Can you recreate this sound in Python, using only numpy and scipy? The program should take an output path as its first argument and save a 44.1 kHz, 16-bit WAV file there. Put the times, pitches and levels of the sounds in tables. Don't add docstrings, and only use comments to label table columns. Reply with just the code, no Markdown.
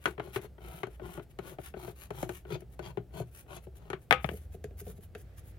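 import sys
import numpy as np
from scipy import signal
from scipy.fft import rfft, irfft
from scipy.io import wavfile
from scipy.ndimage import uniform_filter1d

SR = 44100
rng = np.random.default_rng(int(sys.argv[2]) if len(sys.argv) > 2 else 0)


def wav_out(sig):
    wavfile.write(sys.argv[1], SR, np.round(np.clip(np.atleast_2d(sig).T, -1, 1) * 32767).astype(np.int16))


N = 246386
HZ, AGE = np.fft.rfftfreq(8192, 1 / SR), np.arange(8192) / SR

# (frequency [Hz], level [dB])
RUMBLE_SPECTRUM = [(20, -29), (40, -26.5), (60, -1.5), (85, -15.5), (130, -16.5), (250, -31), (400, -29.5),
                   (700, -35), (1050, -45), (7000, -59.5), (16000, -54.5)]
# (time [s], pitch [Hz], level [dB])
ENGINE_CURVE = [(4.1, 69.7, -74), (4.3, 74.65, -46), (5.0, 88.9, -54), (5.58, 98.1, -56.5)]
# (frequency [Hz], t60 [s])
CABIN_DECAY = [(100, 0.29), (400, 0.11), (3500, 0.12), (8000, 0.11), (16000, 0.009)]
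# (frequency [Hz], left minus right [dB])
MIC_BALANCE = [(150, 3), (380, 7.5), (1300, 6.5), (2400, 9.5), (4400, 3), (15000, 3)]
# (start [s], length [s], effort [dB], hand hiss [dB], bite of the bit [dB])
TWISTS = [(0.18, 0.14, -52, -66, -36), (0.39, 0.07, -46, -55.5, -44), (0.582, 0.24, -51, -59, -49),
          (0.997, 0.19, -49.5, -59, -43.5), (1.389, 0.16, -50.5, -58.5, -34),
          (1.74, 0.18, -47, -57.5, -38.5), (2.106, 0.15, -46.5, -54.5, -33.5), (2.452, 0.11, -42, -58, -46),
          (2.793, 0.12, -45, -63, -35), (3.107, 0.12, -41.5, -58.5, -61), (3.464, 0.12, -45, -59, -59),
          (3.754, 0.16, -59.5, -80, -59)]
# (peak time [s], rise [s], level [dB])
GRIP_SLIDES = [(0.06, 0.085, -61), (0.36, 0.038, -51), (0.94, 0.068, -72), (1.234, 0.022, -68.5),
               (1.311, 0.024, -73), (1.663, 0.071, -56.5), (2.027, 0.075, -57.5), (2.354, 0.087, -58),
               (2.606, 0.014, -65.5), (2.735, 0.036, -68), (3.28, 0.034, -73.5), (3.388, 0.075, -58.5),
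               (3.64, 0.034, -68.5), (3.773, 0.027, -64.5), (4.035, 0.046, -71.5), (4.264, 0.078, -63.5),
               (4.35, 0.075, -58), (4.43, 0.073, -69), (4.541, 0.035, -64.5), (4.802, 0.031, -52.5),
               (4.894, 0.065, -56.5), (4.972, 0.023, -64), (5.039, 0.033, -59.5), (5.205, 0.043, -62.5),
               (5.389, 0.025, -59), (5.49, 0.057, -64)]
# (frequency [Hz], level [dB])
SKIN_SPECTRUM = [(300, -16.5), (900, 2), (1500, 3), (3100, 1), (5000, -8.5), (6800, -4), (8000, -9),
                 (10000, 1), (12000, 3.5), (14000, -8), (16000, -0.5)]
# (frequency [Hz], level [dB])
THREAD_SPECTRUM = [(60, -9.5), (125, 4), (250, -0.5), (900, 5), (1600, -4), (3200, 2), (7000, 4.5),
                   (15000, -18)]
# (start [s], peak [s], end [s], level [dB])
RASPS = [(2.47, 2.545, 2.578, -49), (2.805, 2.844, 2.94, -52), (3.125, 3.187, 3.225, -59),
         (3.48, 3.572, 3.592, -54)]
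# (frequency [Hz], level [dB])
RASP_SPECTRUM = [(500, -20), (1400, 0), (4800, -2), (7000, -12.5), (10000, -33)]
# (frequency [Hz], width [Hz], gain [dB])
SCREW_MODES = [(2330, 380, 11), (3210, 570, 13.3), (4520, 210, 8.7), (6530, 610, 14.6)]
# (frequency [Hz], gain [dB])
TRIM_RESPONSE = [(40, -26), (120, 2.5), (260, -9.5), (500, -8), (1000, -1.5), (1700, -8.5), (3000, -12),
                 (5000, -28.5), (7000, -24), (8200, -35), (11000, -21.5), (16000, -46.5)]
# (frequency [Hz], width [Hz], gain [dB])
TRIM_MODES = [(121.4, 17, 12.5), (164.7, 38.5, 16.5), (366.7, 44.7, 19.5), (421, 26, 13.5), (645, 86, 6),
              (1336, 190, 3), (1474, 47, 9.5), (2236, 140, 4), (3210, 280, 4), (4190, 150, 9)]
# (frequency [Hz], width [Hz], gain [dB])
SECOND_TRIM_DIP = [(955, 720, -19)]
# (time [s], body level [dB], hardness [dB], metal tick against body [dB])
BIT_SLIPS = [(0.057, -28, 18.5, -15), (0.075, -34.5, 6.5, -28), (0.198, -33, 8, -32.5),
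             (0.273, -42.5, -11, -32), (0.361, -27, 6, -25), (0.444, -43.5, -11, -30),
             (0.833, -30.5, 9, -26), (0.87, -40.5, 0.5, -25), (1.017, -40.5, -10, -51),
             (1.176, -36, -0.5, -40), (1.196, -41, 5.5, -34), (1.519, -47, -6, -30),
             (1.586, -36, -1.5, -38), (1.765, -40.5, -6, -48), (1.879, -38, -0.5, -32),
             (2.229, -28, -1, -18.5), (2.293, -32.5, 4.5, -18), (2.52, -35.5, 0, -36),
             (2.551, -36, -2, -35), (2.62, -45, -4, -40), (2.973, -28, -4.5, -41), (3.201, -32, -31, -22),
             (3.567, -51, 5.5, -0.5), (3.669, -43, -11, -44), (3.902, -35, 8.5, -18),
             (3.932, -31, 8.5, -31), (4.314, -39.5, -10, -27), (4.337, -42.5, -15, -25),
             (4.545, -43.5, -14.5, -27), (4.642, -35.5, -2.5, -18), (4.709, -51.5, -5.5, -29.5),
             (4.813, -44.5, -13, -15), (4.867, -41, -8, -36), (4.893, -46.5, -29, -32),
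             (4.982, -50, -24, -31), (5.151, -40.5, 6.5, -17.5)]
# (time [s], level [dB], low thud [dB], ring [dB])
BOUNCES = [(4.1092, -8, -9, -11), (4.1144, -17, 6.5, -27), (4.1256, -11, -17.5, -3.5),
           (4.2442, -18, 7, -24), (4.29, -25, 2, -28.5)]
# (frequency [Hz], level [dB])
LANDING_SPECTRUM = [(40, -27.5), (130, 7), (300, -0.5), (800, 3), (1500, -1), (2200, 0.5), (3300, -6.5),
                    (4400, -21.5), (7500, -30), (12000, -24.5), (16000, -54.5)]
# (frequency [Hz], level [dB], t60 [s])
FLOOR_RING = [(510, 2, 0.12), (797, -4.5, 0.17), (1170, -6.5, .14), (1258, 3, 0.15), (1340, -7.5, 0.13),
              (1488, -3, 0.11), (1690, -15, 0.13), (2200, -18.5, 0.18), (2410, -12, .17), (2552, -16, 0.19),
              (3540, -17, 0.23)]

SECOND_SCREW_S = 4.3
PITCH_SPREAD = .04


def amp(db):
    return 10 ** (np.asarray(db) / 20)


def evened(x):
    return x / np.sqrt(np.mean(x ** 2) + 1e-20)


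def read(points, hz=HZ):
    f, value = np.transpose(points)
    return np.interp(np.log(hz + 1), np.log(f + 1), value)


def follow(rows, column=1):
    rows = np.array(rows)
    return np.interp(np.arange(N) / SR, rows[:, 0], rows[:, column])


def add(mix, s, sound):
    part = mix[:, max(round(s * SR), 0):][:, :sound.shape[1]]
    part += sound[:, :part.shape[1]]


def causal(db):
    cepstrum = irfft(np.log(amp(db)))
    return np.exp(rfft(cepstrum * (1 + np.sign(np.fft.fftfreq(len(AGE))))))


def ringing(response):
    return np.atleast_2d(irfft(response)) * np.minimum(1, 2 - 2 * AGE / AGE[-1])


def through(x, response):
    return signal.fftconvolve(x, ringing(response), axes=1)[:, :N]


def resonances_db(modes, pitch=1, damping=1):
    peaks = sum((amp(db) - 1) / (1 + (2 * (HZ - hz * pitch) / (width * damping)) ** 2)
                for hz, width, db in modes)
    return 20 * np.log10(np.maximum(1 + peaks, 1e-3))


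def sides(lean=1):
    return amp(lean * np.outer([.5, -.5], read(MIC_BALANCE)))


def scatter(t60, wide_hz=450):
    hz, t, noise = signal.stft(rng.standard_normal((2, len(AGE))), SR, nperseg=128)
    apart = (hz ** 2 / (hz ** 2 + wide_hz ** 2))[:, None]
    pair = np.array([noise[0], np.sqrt(1 - apart ** 2) * noise[0] + apart * noise[1]])
    tail = signal.istft(pair * amp(-60 * t / read(t60, hz)[:, None]), SR, nperseg=128)[1]
    onset = 1 - np.exp(-AGE / 0.0014)
    return rfft(evened(tail * onset) / np.sqrt(len(AGE)))


def footwell(near_db, tail_db, near_t60, s=0, lag_s=.00023):
    lean = 0.2 if s > SECOND_SCREW_S else 1
    direct = np.exp(-2j * np.pi * np.outer([0, round(lean * lag_s * SR) / SR], HZ))
    near = scatter([(300, near_t60), (8000, near_t60 / 2)])
    return sides(lean) * (direct + amp(near_db) * near + amp(tail_db) * scatter(CABIN_DECAY))


def far_hiss(level_db=-72, centre_hz=1700):
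    hiss = signal.lfilter(*signal.iirpeak(centre_hz, 2, SR), rng.standard_normal((2, N)))
    return amp(level_db) * evened(hiss) * follow([(5.1, 0), (5.3, 1)])


def far_engine():
    phase = 2 * np.pi * np.cumsum(follow(ENGINE_CURVE)) / SR
    return amp(follow(ENGINE_CURVE, column=2)) * np.sqrt(2) * np.sin(phase)


def cabin_rumble(level_db=-52, late_bass_db=3, wide_hz=300):
    common, apart = rng.standard_normal((1, N)), rng.standard_normal((2, N))
    colour, width = causal(read(RUMBLE_SPECTRUM)), HZ / (HZ + wide_hz)
    rumble = evened(through(common, colour * np.sqrt(1 - width ** 2)) + through(apart, colour * width))
    bass = signal.sosfilt(signal.butter(1, wide_hz, fs=SR, output="sos"), rumble)
    swell = amp(follow([(4.1, 0), (4.25, late_bass_db)])) - 1
    return amp(level_db) * (rumble + swell * bass)


def friction(stroke, per_s, spread_db, smooth, judder_db, drift_db=0.5):
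    n = len(stroke)
    size = amp(spread_db * np.minimum(rng.exponential(1, n), 4)) * rng.choice([-1, 1], n)
    drive = evened(size * (rng.random(n) < per_s / SR)) + smooth * rng.standard_normal((2, n))
    judder = evened(uniform_filter1d(rng.standard_normal(n), size=300, mode="wrap"))
    drift = evened(uniform_filter1d(rng.standard_normal(n), size=1300, mode="wrap"))
    return evened(drive * amp(judder_db * judder + drift_db * drift)) * stroke


def rub(s, drive, colour_db, band_hz, grip_db=1.6):
    path = footwell(near_db=-5, tail_db=-9, near_t60=.03, s=s)
    colour_db = colour_db + grip_db * evened(uniform_filter1d(rng.standard_normal(len(HZ)), size=110))
    inside = (HZ > band_hz[0]) & (HZ < band_hz[1])
    band_gain = np.sqrt(np.mean((amp(colour_db) * inside) ** 2))
    return through(drive, causal(colour_db) * path / band_gain)


def twist(length, rise_s=0.086, fall_s=0.031, ease_db=-10):
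    t = np.arange(0, length + fall_s / 2, 1 / SR)
    ramp = np.clip(np.minimum(t / rise_s, (t[-1] - t) / fall_s), 0, 1)
    return np.sin(np.pi / 2 * ramp) ** 2 * amp(ease_db * (t / length - .5))


def slide(length, start_db=-16.5, end_db=-41, roundness=1.7):
    u = np.linspace(-1, 1, round(2 * max(length, .01) * SR))
    return amp(np.where(u < 0, start_db * abs(u) ** roundness, end_db * u ** 2))


def fingers(regrip_db=1, twist_dull_db=1, regrip_dull_db=4, dull_hz=5000, lighten_db_per_s=2.37):
    out = np.zeros((2, N))
    strokes = []
    for s, length, _, hiss_db, _ in TWISTS:
        torque = twist(length)
        speed = slide(0.73 * length)[:len(torque)]
        strokes.append((s, speed * np.sqrt(torque), hiss_db, twist_dull_db))
    strokes += [(s - rise, slide(rise), db + regrip_db, regrip_dull_db) for s, rise, db in GRIP_SLIDES]
    for s, stroke, db, dull_db in strokes:
        colour = read(SKIN_SPECTRUM) + (dull_db - lighten_db_per_s * s) / (1 + (HZ / dull_hz) ** 4)
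        drive = friction(stroke, per_s=1300, spread_db=4, smooth=.65, judder_db=1.8)
        add(out, s, amp(db) * rub(s, drive, colour, band_hz=(9000, 15000)))
    return out


def panel_db(s, second_pitch=1.124, tool_damping=1.3):
    second = s > SECOND_SCREW_S
    pitch = (second_pitch if second else 1) * (1 + PITCH_SPREAD * rng.uniform(-0.97, 1))
    hollow = second * resonances_db(SECOND_TRIM_DIP)
    return read(TRIM_RESPONSE) + resonances_db(TRIM_MODES, pitch, tool_damping) + hollow


def thread(level_db=-4.5, groan_db=-3, groan_hz=190):
    out = np.zeros((2, N))
    for s, length, db, _, _ in TWISTS:
        colour = panel_db(s) + read(THREAD_SPECTRUM) + groan_db / (1 + (HZ / groan_hz) ** 4)
        drive = friction(twist(length), per_s=500, spread_db=3, smooth=.5, judder_db=2.2)
        add(out, s, amp(db + level_db) * rub(s, drive, colour, band_hz=(300, 1000)))
    return out


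def rasp():
    out = np.zeros((2, N))
    for start, peak, end, db in RASPS:
        stroke = np.interp(np.arange(start, end, 1 / SR), [start, peak, end], [0, 1, 0]) ** 2.55
        drive = friction(stroke, per_s=700, spread_db=4, smooth=.25, judder_db=0.5)
        pitch = 1 + PITCH_SPREAD * rng.uniform(-0.86, 1)
        colour = read(RASP_SPECTRUM) + resonances_db(SCREW_MODES, pitch)
        add(out, start, amp(db) * rub(start, drive, colour, band_hz=(2000, 5000)))
    return out


def bending(travel_s):
    return np.exp(-4j * np.pi * travel_s * np.sqrt(400 * HZ))


def knock(s, db, hardness_db, tick_db, level_db=-9, soft_travel_s=0.003017, span_s=0.042):
    travel_s = soft_travel_s * amp(-max(hardness_db, 0) / 2)
    panel = panel_db(s)
    path = footwell(near_db=1.5, tail_db=-4.5, near_t60=0.032, s=s) * bending(travel_s)
    power = 1.23 * (abs(path * amp(panel)) ** 2).mean(0) / (len(AGE) * span_s * SR)
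    bands_hz = [(90, 220), (250, 900), (1000, 4000), (6000, 15000)]
    low, body, middle, high = (10 * np.log10(power[(HZ > lo) & (HZ < hi)].sum()) for lo, hi in bands_hz)
    boom, clack, bright = -7 - 0.26 * hardness_db, -12 + hardness_db, -13.5 + 0.81 * hardness_db
    contact = read([(170, boom - low), (300, -body), (700, -body), (1100, clack - middle),
                    (1700, clack - middle), (3400, bright - middle), (6500, tick_db - high)])
    return s - travel_s / 2, amp(db + level_db) * ringing(path * causal(panel + contact))


def bit_knocks(firm_above_db=-36):
    out = np.zeros((2, N))
    for s, _, _, _, bite_db in TWISTS:
        add(out, *knock(s, bite_db, hardness_db=3, tick_db=-25 if bite_db > firm_above_db else -45))
    for slip in BIT_SLIPS:
        add(out, *knock(*slip))
    return out


def falling_screw(level_db=22, thud_hz=600, shadow_db=-5, shadow_hz=1500, clatter_db=-9, clatter_t60=0.25):
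    out = np.zeros((2, N))
    shadow = amp(np.outer([0, shadow_db], HZ ** 2 / (HZ ** 2 + shadow_hz ** 2)))
    for s, db, thud_db, ring_db in BOUNCES:
        colour = read(LANDING_SPECTRUM) + thud_db / (1 + (HZ / thud_hz) ** 2)
        blow = causal(colour) * bending(travel_s=0.00067) * shadow
        clatter = evened(ringing(blow * sides() * scatter([(3500, clatter_t60), (6000, clatter_t60 / 2)])))
        crack = evened(ringing(blow * footwell(near_db=-1.5, tail_db=-9, near_t60=0.019)))
        modes = sum(amp(mode_db - 60 * AGE / t60) * np.sin(2 * np.pi * (hz * AGE + rng.random((2, 1)) / 2))
                    for hz, mode_db, t60 in FLOOR_RING)
        ring = evened(ringing(rfft(modes) * shadow * sides()))
        tail = evened(ring + amp(clatter_db) * clatter)
        add(out, s, amp(db + level_db) * (crack + amp(ring_db) * tail) / np.sqrt(2 * len(AGE)))
    return out


def scene():
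    work = bit_knocks() + falling_screw() + fingers() + thread() + rasp()
    return work + cabin_rumble() + far_engine() + far_hiss()


def record(dry, dip_hz=1010, dip_depth=0.43, dip_q=4.5, ceiling=.92, edge_hz=16000):
    heard = dry - dip_depth * signal.lfilter(*signal.iirpeak(dip_hz, dip_q, SR), dry)
    lowpass = signal.firwin(255, edge_hz, window=("kaiser", 8), fs=SR)
    return signal.oaconvolve(np.clip(heard, -ceiling, ceiling), lowpass[None], "same")


dry = scene()
out = record(dry)
wav_out(out)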